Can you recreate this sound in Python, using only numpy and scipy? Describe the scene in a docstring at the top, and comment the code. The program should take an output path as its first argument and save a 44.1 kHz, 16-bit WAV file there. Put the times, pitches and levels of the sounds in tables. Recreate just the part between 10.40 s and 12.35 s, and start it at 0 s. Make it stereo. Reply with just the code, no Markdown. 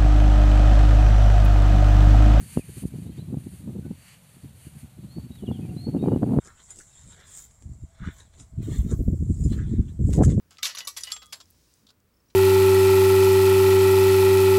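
"""A steel chain goes slack between a farm jack and a ground rod, outdoors on dry soil.
Its links drop in one crash, then clink: each hit is a crack, a chatter of rebounds and a dense ring.
Hook, jack and rod ring on in their own modes, over dry ticks of grit and a faint sliding hiss.
Afterwards a hand shifts the chain softly and a foot steps on the soil.
Behind it, in quiet open air, a small bird chirps and an engine hums far away."""
import sys
import numpy as np
from scipy import signal
from scipy.fft import rfft, irfft
from scipy.io import wavfile

SR = 44100
rng = np.random.default_rng(int(sys.argv[2]) if len(sys.argv) > 2 else 0)


def persist_wave(psi):
    """Save psi, clipped to +-1, as 16-bit WAV."""
    counts = np.round(np.clip(psi, -1, 1) * 32767).astype(np.int16)
    wavfile.write(sys.argv[1], SR, np.atleast_2d(counts).T)


N = 85995

# Edges of the five bands that voice each clink: f/Hz
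BAND_EDGES_HZ = [450, 1500, 3000, 5000, 7500, 15000]
# Link hits, from crash to soft shift: t/s, relative level/dB, five band levels/dB, chatter t60/s
LINK_HITS = [(0.106, -34, -16.5, -13, -12, -12, -19, 0.22),
             (0.183, -30.5, -24, -11, -22, -11.5, -30, 0.073),
             (0.2289, -9, -29.5, -11, -33, -10, -14, 0.05),
             (0.2395, -12, -29.5, -24, -6.5, -9.5, -12, 0.15),
             (0.2536, -8.5, -27.5, -11.5, -15.5, -10, -16.5, 0.09),
             (0.2648, -14, -23, -17.5, -13.5, -10.5, -17, 0.11),
             (0.2878, -17, -23, -12.5, -10.5, -15, -25, 0.17),
             (0.3482, -16, -31.5, -16.5, -12, -41, -20.5, 0.045),
             (0.3701, -27.5, -12.5, -3, -16, -3.5, -34, 0.033),
             (0.3834, -16.5, -21.5, -14, -11, -7.5, -18.5, 0.085),
             (0.403, -24, -17, -12.5, -5, -32, -17, 0.1), (0.4482, -33.5, -12.5, -30, -20, -15, -25, 0.09),
             (0.4713, -14.5, -25, -21, -12, -9, -8.5, 0.1), (0.5644, -22, -15, -11.5, -7.5, -7, -17, 0.084),
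             (0.5701, -14.5, -29, -17.5, -12.5, -14.5, -13, 0.1),
             (0.6049, -35.5, -17, -13, -11, -4, -9, 0.13),
             (0.634, -14.5, -34, -22, -18, -22.5, -22.5, 0.13),
             (0.6686, -29, -13.5, -5, -3.5, -7.5, -19, 0.15),
             (0.6999, -28.5, -17.5, -6.5, -24, -10, -15.5, 0.15),
             (0.716, -26, -15, -45, -6, -26, -5, 0.062), (0.7179, -15, -34, -23, -31, -8.5, -21, 0.066),
             (0.7627, -28.5, -12.5, -5.5, -42, -6.5, -20, 0.039),
             (0.8181, -31.5, -11.5, -10, -5.5, -10.5, -32, 0.074),
             (0.924, -21.5, -28, -9, -7, -7, -13, 0.075), (0.9266, -21.5, -17, -15, -11, -21, -14, 0.14),
             (1.001, -31, -13.5, -13.5, -5, -7, -19, 0.067),
             (1.4664, -36.5, -25.5, -33, -10.5, -18, -22, 0.068),
             (1.4861, -38.5, -21.5, -24.5, -6.5, -14, -24.5, 0.078),
             (1.5021, -35, -20.5, -32, -16.5, -18, -24.5, 0.051),
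             (1.8992, -46, -36, -14, -7.5, -10, -31, 0.055)]
LINK_MODE_COUNT, CLINK_TRIM_DB = 140, -13.5
DETUNE = .012  # share by which a contact shifts the link modes


def chain():
    """Every collision excites the same crowd of link modes in a new mixture."""
    out = np.zeros(N)
    place = (np.arange(LINK_MODE_COUNT) + rng.random(size=LINK_MODE_COUNT)) / LINK_MODE_COUNT
    link_hz = BAND_EDGES_HZ[0] + (BAND_EDGES_HZ[-1] - BAND_EDGES_HZ[0]) * place ** 1.3
    for start, db, *band_db, t60 in LINK_HITS:
        detuned_hz = link_hz * (1 + DETUNE * rng.standard_normal(len(link_hz)))
        add(out, start, undb(db + CLINK_TRIM_DB) * clink(t60, band_db, detuned_hz))
    return out


# Bright steel EQ shared by all clinks: f/Hz, level/dB
CLINK_EQ = [(300, -20.5), (500, -7.5), (750, -6), (1100, -1.5), (2500, -2.5), (4000, 13.5), (6000, 1),
            (7300, 2.5), (8600, -2.5), (10000, 0.5), (12500, -1), (14000, -8), (16000, -25.5)]
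ATTACK_S, CRACK_DB, CRACK_T60_S = 0.0013, 7.5, 0.004
CHATTER_DB, CHATTER_PER_S, CHATTER_SPREAD_DB = 3.5, 1100, 3.5
RING_STRETCH = 1.13  # the links ring about this many times as long as they chatter
TREBLE_DAMPING = 0.06  # higher link modes die sooner, as this power of frequency


def clink(t60, band_db, link_hz):
    """One collision: a crack, a chatter of tiny rebounds and the dense ring of the links."""
    t = np.arange(SR // 4) / SR
    strength, stretch, phase = rng.standard_normal((3, len(link_hz), 1))
    waves = np.sin(2 * np.pi * (link_hz[:, None] * t + phase))
    damping = (link_hz[:, None] / np.median(link_hz)) ** -TREBLE_DAMPING
    mode_t60 = t60 * RING_STRETCH * damping * np.exp(0.22 * stretch)
    ring = (strength * waves * fade(t, mode_t60)).sum(0) / np.sqrt(len(link_hz) / 2)
    contacts = rng.random(len(t)) < CHATTER_PER_S / SR
    rebounds = contacts * undb(CHATTER_SPREAD_DB * rng.standard_normal(len(t)))
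    polarity = np.sign(rng.standard_normal(len(t)))
    chatter = undb(CHATTER_DB) * unit(rebounds * polarity) * fade(t, t60)
    crack = undb(CRACK_DB) * rng.standard_normal(len(t)) * fade(t, CRACK_T60_S)
    attack = 1 - np.exp(-t / ATTACK_S)
    hit = colour((ring + chatter + crack) * attack, CLINK_EQ)
    out = 0
    for lo, hi, db in zip(BAND_EDGES_HZ, BAND_EDGES_HZ[1:], band_db):
        band = signal.sosfilt(signal.butter(3, [lo, hi], "band", fs=SR, output="sos"), hit)
        out = out + undb(db) * band / np.std(band[:SR // 60])  # the onset sets the band's level
    return out


def struck_steel(modes, blows):
    """A steel part rings with its own modes, a little differently at each blow."""
    out, t = np.zeros(N), np.arange(SR * 3 // 4) / SR
    attack = 1 - np.exp(-t / ATTACK_S)
    for start, db in blows:
        variation = rng.standard_normal((len(modes), 2))
        ring = sum(undb(db + mode_db + jitter_db) * np.sin(2 * np.pi * (hz * t + phase)) * fade(t, t60)
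                   for (hz, mode_db, t60), (jitter_db, phase) in zip(modes, variation))
        add(out, start, ring * attack)
    return out


# Ringing modes of the links, the hook and the jack's parts: f/Hz, relative level/dB, t60/s
LINK_MODES = [(2293, -9, 0.14), (3002, -26, 0.088), (3697, 2.5, 0.088), (3580, 0.5, 0.05),
              (4060, -1.5, 0.1), (4257, -5.5, 0.076), (4355, -7.5, 0.16), (4400, -15, 0.083),
              (5630, -16, 0.13), (5790, -5, .21), (6124, -6.5, .16), (6400, -3, 0.11), (7531, -21.5, 0.15),
              (13240, -11.5, 0.14)]
LOOSE_LINK_MODES = [(3710, -9, 0.046), (4770, 1, 0.023), (5010, -7.5, 0.066), (5870, 1, 0.024),
                    (6740, -4.5, 0.032), (8470, -13, 0.068), (9970, -8.5, 0.059)]
HOOK_MODES = [(1927, -17, 0.4), (5240, -15.5, 0.08), (5930, 4.5, 0.041), (6740, -7, 0.121),
              (10370, 2.5, 0.027), (12020, -22, 0.13)]
JACK_BASE_MODES = [(519, -12, .09), (981, -8.5, 0.084), (1143.4, 3.5, 0.091), (1300, -16, 0.064)]
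JACK_ARM_MODES = [(2000, 2.5, 0.1435), (2620, -6.5, 0.067), (2940, 7, 0.17), (4290, -16.5, .07)]
JACK_POST_MODES = [(780, -15, .12), (1220, -5, 0.34), (1307, -2, .17), (2040, -4, .15), (4078, -2.5, 0.094)]
# Blows that set each part ringing: t/s, level/dB
LINK_BLOWS = [(.230, -27.5), (.2545, -34), (0.3724, -37), (0.4715, -36)]
LOOSE_LINK_BLOWS = [(0.5714, -40.5), (0.6341, -25), (0.93, -32.5)]
HOOK_BLOWS = [(0.354, -38), (0.3837, -40), (0.4485, -41.5), (.5705, -34), (.607, -38)]
JACK_BASE_BLOWS = [(0.242, -39), (0.3461, -47.5), (0.4736, -38), (0.925, -52.5)]
JACK_ARM_BLOWS = [(0.4053, -47), (0.6704, -43.5)]
JACK_POST_BLOWS = [(0.183, -51.5), (0.7205, -46.5), (0.8205, -53.5)]


def hardware():
    """The falling chain knocks bright pings from links and hook, and lower clanks from the jack."""
    return (struck_steel(LINK_MODES, LINK_BLOWS)
            + struck_steel(LOOSE_LINK_MODES, LOOSE_LINK_BLOWS)
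            + struck_steel(HOOK_MODES, HOOK_BLOWS)
            + struck_steel(JACK_BASE_MODES, JACK_BASE_BLOWS)
            + struck_steel(JACK_ARM_MODES, JACK_ARM_BLOWS)
            + struck_steel(JACK_POST_MODES, JACK_POST_BLOWS))


# Ringing modes of the ground rod: f/Hz, relative level/dB, t60/s
ROD_MODES = [(3348, -12.5, 0.67), (3384, 2, 0.087), (4130, -28, 0.37), (5338, -13, 0.099),
             (6200, -14, 0.19), (7447, -1, 0.2), (9930, -4, .12)]
# Blows of the chain on the rod: t/s, level/dB
ROD_BLOWS = [(.565, -42), (0.7193, -32), (0.9264, -47.5), (1.003, -58)]
ROD_CHOKE_S, ROD_CHOKE_T60_S = 1.03, .15


def ground_rod():
    """The rod rings with a long tail until the chain settles against it and chokes it."""
    since_choke = np.maximum(np.arange(N) / SR - ROD_CHOKE_S, 0)
    return struck_steel(ROD_MODES, ROD_BLOWS) * fade(since_choke, ROD_CHOKE_T60_S)


# Dry ticks: t/s, peak level/dB, brightest f/Hz
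GRIT_TICKS = [(0.1088, -45.5, 7860), (0.171, -40.5, 3600), (.184, -37.5, 4800), (0.2253, -37, 4500),
              (0.2269, -33, 2970), (0.2311, -17.5, 3800), (0.2544, -18.5, 3560), (0.362, -39, 8900),
              (.387, -30.5, 9400), (0.4061, -24, 3000), (.4732, -32, 4900), (0.6359, -22, 5500),
              (.679, -42, 10600), (0.69, -40, 10000), (0.7202, -16.5, 4370), (.830, -43, 11100),
              (.859, -40, 7900), (.866, -40, 7400), (1.057, -49, 5460), (1.1035, -42, 12600),
              (1.109, -43, 12600), (1.339, -44.5, 7000), (1.47, -46.5, 4170), (1.487, -55.5, 4000),
              (1.504, -46.5, 4300), (1.603, -53.5, 6000)]
TICK_Q, TICK_T60_S = 1.7, .0065


def grit():
    """Grit and hard contacts give tiny noise bursts, each with a broad resonance."""
    out, t = np.zeros(N), np.arange(SR // 20) / SR
    for start, db, hz in GRIT_TICKS:
        burst = rng.standard_normal(len(t)) * fade(t, TICK_T60_S)
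        b, a = signal.iirpeak(hz, TICK_Q, fs=SR)
        tick = signal.lfilter(b, a, signal.lfilter(b, a, burst))
        add(out, start, undb(db) * tick / np.abs(tick).max())
    return out


# Envelope of the sliding hiss: t/s, level/dB
SLIDE_ENVELOPE = [(0, -79.5), (.6, -59.5), (1.0, -70.5), (1.1, -68), (1.36, -67), (1.45, -73),
                  (1.55, -85.5), (1.95, -74.5)]
# EQ of the sliding hiss: f/Hz, level/dB
SLIDE_EQ = [(1000, -9.5), (3000, -6.5), (5000, 2.5), (7500, -2.5), (11000, -7.5), (15000, -9)]


def slide():
    """A faint, bright hiss swells and ebbs as the chain slides."""
    return curve(SLIDE_ENVELOPE) * unit(colour(rng.standard_normal(N), SLIDE_EQ))


STEP_AT_S, STEP_DB, STEP_HZ, STEP_SWELL_S = 1.447, -62, 235, 0.014


def footstep():
    """A soft step on soil: one dull pulse of low noise."""
    swell = np.exp(-((np.arange(N) / SR - STEP_AT_S) / STEP_SWELL_S) ** 2)
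    return undb(STEP_DB) * swell * narrow_noise(STEP_HZ, width_hz=36)


# Bird chirps: t/s, level/dB, starting f/Hz
CHIRPS = [(0.896, -62, 5470), (1.105, -79, 5500), (1.135, -66, 5550), (1.735, -70, 5560),
          (1.763, -67.5, 5600), (1.797, -68.5, 5600), (1.853, -73.5, 5540), (1.88, -65, 6000),
          (1.905, -71.5, 6000), (1.93, -76, 6200)]
CHIRP_LENGTH_S, CHIRP_FALL_HZ_PER_S = 0.017, 26400


def bird():
    """A small, distant bird gives short falling whistles."""
    out, t = np.zeros(N), np.arange(int(CHIRP_LENGTH_S * SR)) / SR
    for start, db, hz in CHIRPS:
        cycles = (hz - CHIRP_FALL_HZ_PER_S * t / 2) * t
        add(out, start, undb(db) * np.hanning(len(t)) * np.sin(2 * np.pi * cycles))
    return out


# Engine tones: f/Hz, level/dB
ENGINE_TONES = [(59.5, -68.5), (88, -69.5)]
# Swell riding on those tones: t/s, relative level/dB
ENGINE_SWELL = [(0, 4.5), (.3, -17), (.55, -2), (.85, -0.5), (1.25, -2.5), (1.45, -11.5), (1.95, -4.5)]


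def engine():
    """A far engine hums on two low, wavering tones."""
    return curve(ENGINE_SWELL) * sum(undb(db) * narrow_noise(hz, width_hz=1.5) for hz, db in ENGINE_TONES)


# EQ of the open-air bed: f/Hz, relative level/dB
AIR_EQ = [(12, -51.5), (20, -21), (93, -6), (123, -8.5), (328, -13.5), (388, -18.5), (446, -15.5),
          (825, -28.5), (949, -22.5), (3250, -32.5), (5380, -37), (8410, -35), (14300, -34.5),
          (16000, -27.5)]
AIR_DB, AIR_SIDE_DB = -66.5, -14


def open_air():
    """A quiet bed of bass-heavy noise with a little stereo width."""
    mid, side = (undb(AIR_DB) * unit(colour(rng.standard_normal(N), AIR_EQ)) for _ in range(2))
    return mid + undb(AIR_SIDE_DB) * side * np.array([[1], [-1]])


def narrow_noise(hz, width_hz):
    """Noise in one band; the narrower it is, the more it sounds like a wavering tone."""
    f = np.fft.rfftfreq(N, 1 / SR)
    return unit(irfft(rfft(rng.standard_normal(N)) / (1 + ((f - hz) / width_hz) ** 2), N))


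def colour(x, points):
    """Minimum-phase EQ through points of f/Hz, level/dB."""
    size = 2048
    hz, db = np.array(points).T
    gain = undb(np.interp(np.log(np.fft.rfftfreq(size, 1 / SR) + 1), np.log(hz), db))
    cepstrum = irfft(np.log(gain))
    cepstrum[1:size // 2] *= 2  # folded forward, so nothing rings ahead of a hit
    cepstrum[size // 2 + 1:] = 0
    impulse_response = irfft(np.exp(rfft(cepstrum)))
    return signal.fftconvolve(x, impulse_response)[:len(x)]


def curve(points):
    """Gain envelope over the whole scene from points of t/s, level/dB."""
    return undb(np.interp(np.arange(N) / SR, *np.array(points).T))


def fade(t, t60):
    """Exponential decay, 60 dB down after t60."""
    return np.exp(-np.log(1000) * t / np.maximum(t60, 1e-4))


def undb(db):
    """Decibels to gain."""
    return 10 ** (np.asarray(db) / 20)


def unit(x):
    """Scale to an rms of 1."""
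    return x / np.sqrt(np.mean(x ** 2) + 1e-20)


def add(out, start, x):
    """Mix a sound in at a time in seconds."""
    i = max(int(start * SR), 0)
    out[i:i + len(x)] += x[:N - i]


STEEL_LOW_HZ = 430  # the steel sounds carry nothing below this
SCATTER_DB, SCATTER_T60_S, LEFT_OVER_RIGHT_DB = -13, .1, 3.05


def scene():
    """Rough ground scatters a short, weak echo of the steel; the whole mix sits a little to the left."""
    steel = ground_rod() + chain() + grit() + slide() + hardware()
    steel = signal.sosfilt(signal.butter(3, STEEL_LOW_HZ, "high", fs=SR, output="sos"), steel)
    t = np.arange(SR // 4) / SR
    echoes = rng.standard_normal((2, len(t))) * fade(t, SCATTER_T60_S)
    scatter = np.array([signal.fftconvolve(steel, echo / np.linalg.norm(echo))[:N] for echo in echoes])
    pan = undb(np.array([[1], [-1]]) * LEFT_OVER_RIGHT_DB / 2)
    return (steel + undb(SCATTER_DB) * scatter + footstep() + bird() + open_air() + engine()) * pan


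WHINE_HZ, WHINE_DB, HIGH_CUT_HZ = 15600, -82.5, 16300


def record(dry):
    """A thin whine joins the mix, and a steep filter cuts the top."""
    whine = undb(WHINE_DB) * narrow_noise(WHINE_HZ, width_hz=3.7)
    return signal.sosfilt(signal.ellip(8, .2, 70, HIGH_CUT_HZ, fs=SR, output="sos"), dry + whine)


dry = scene()
out = record(dry)
persist_wave(out)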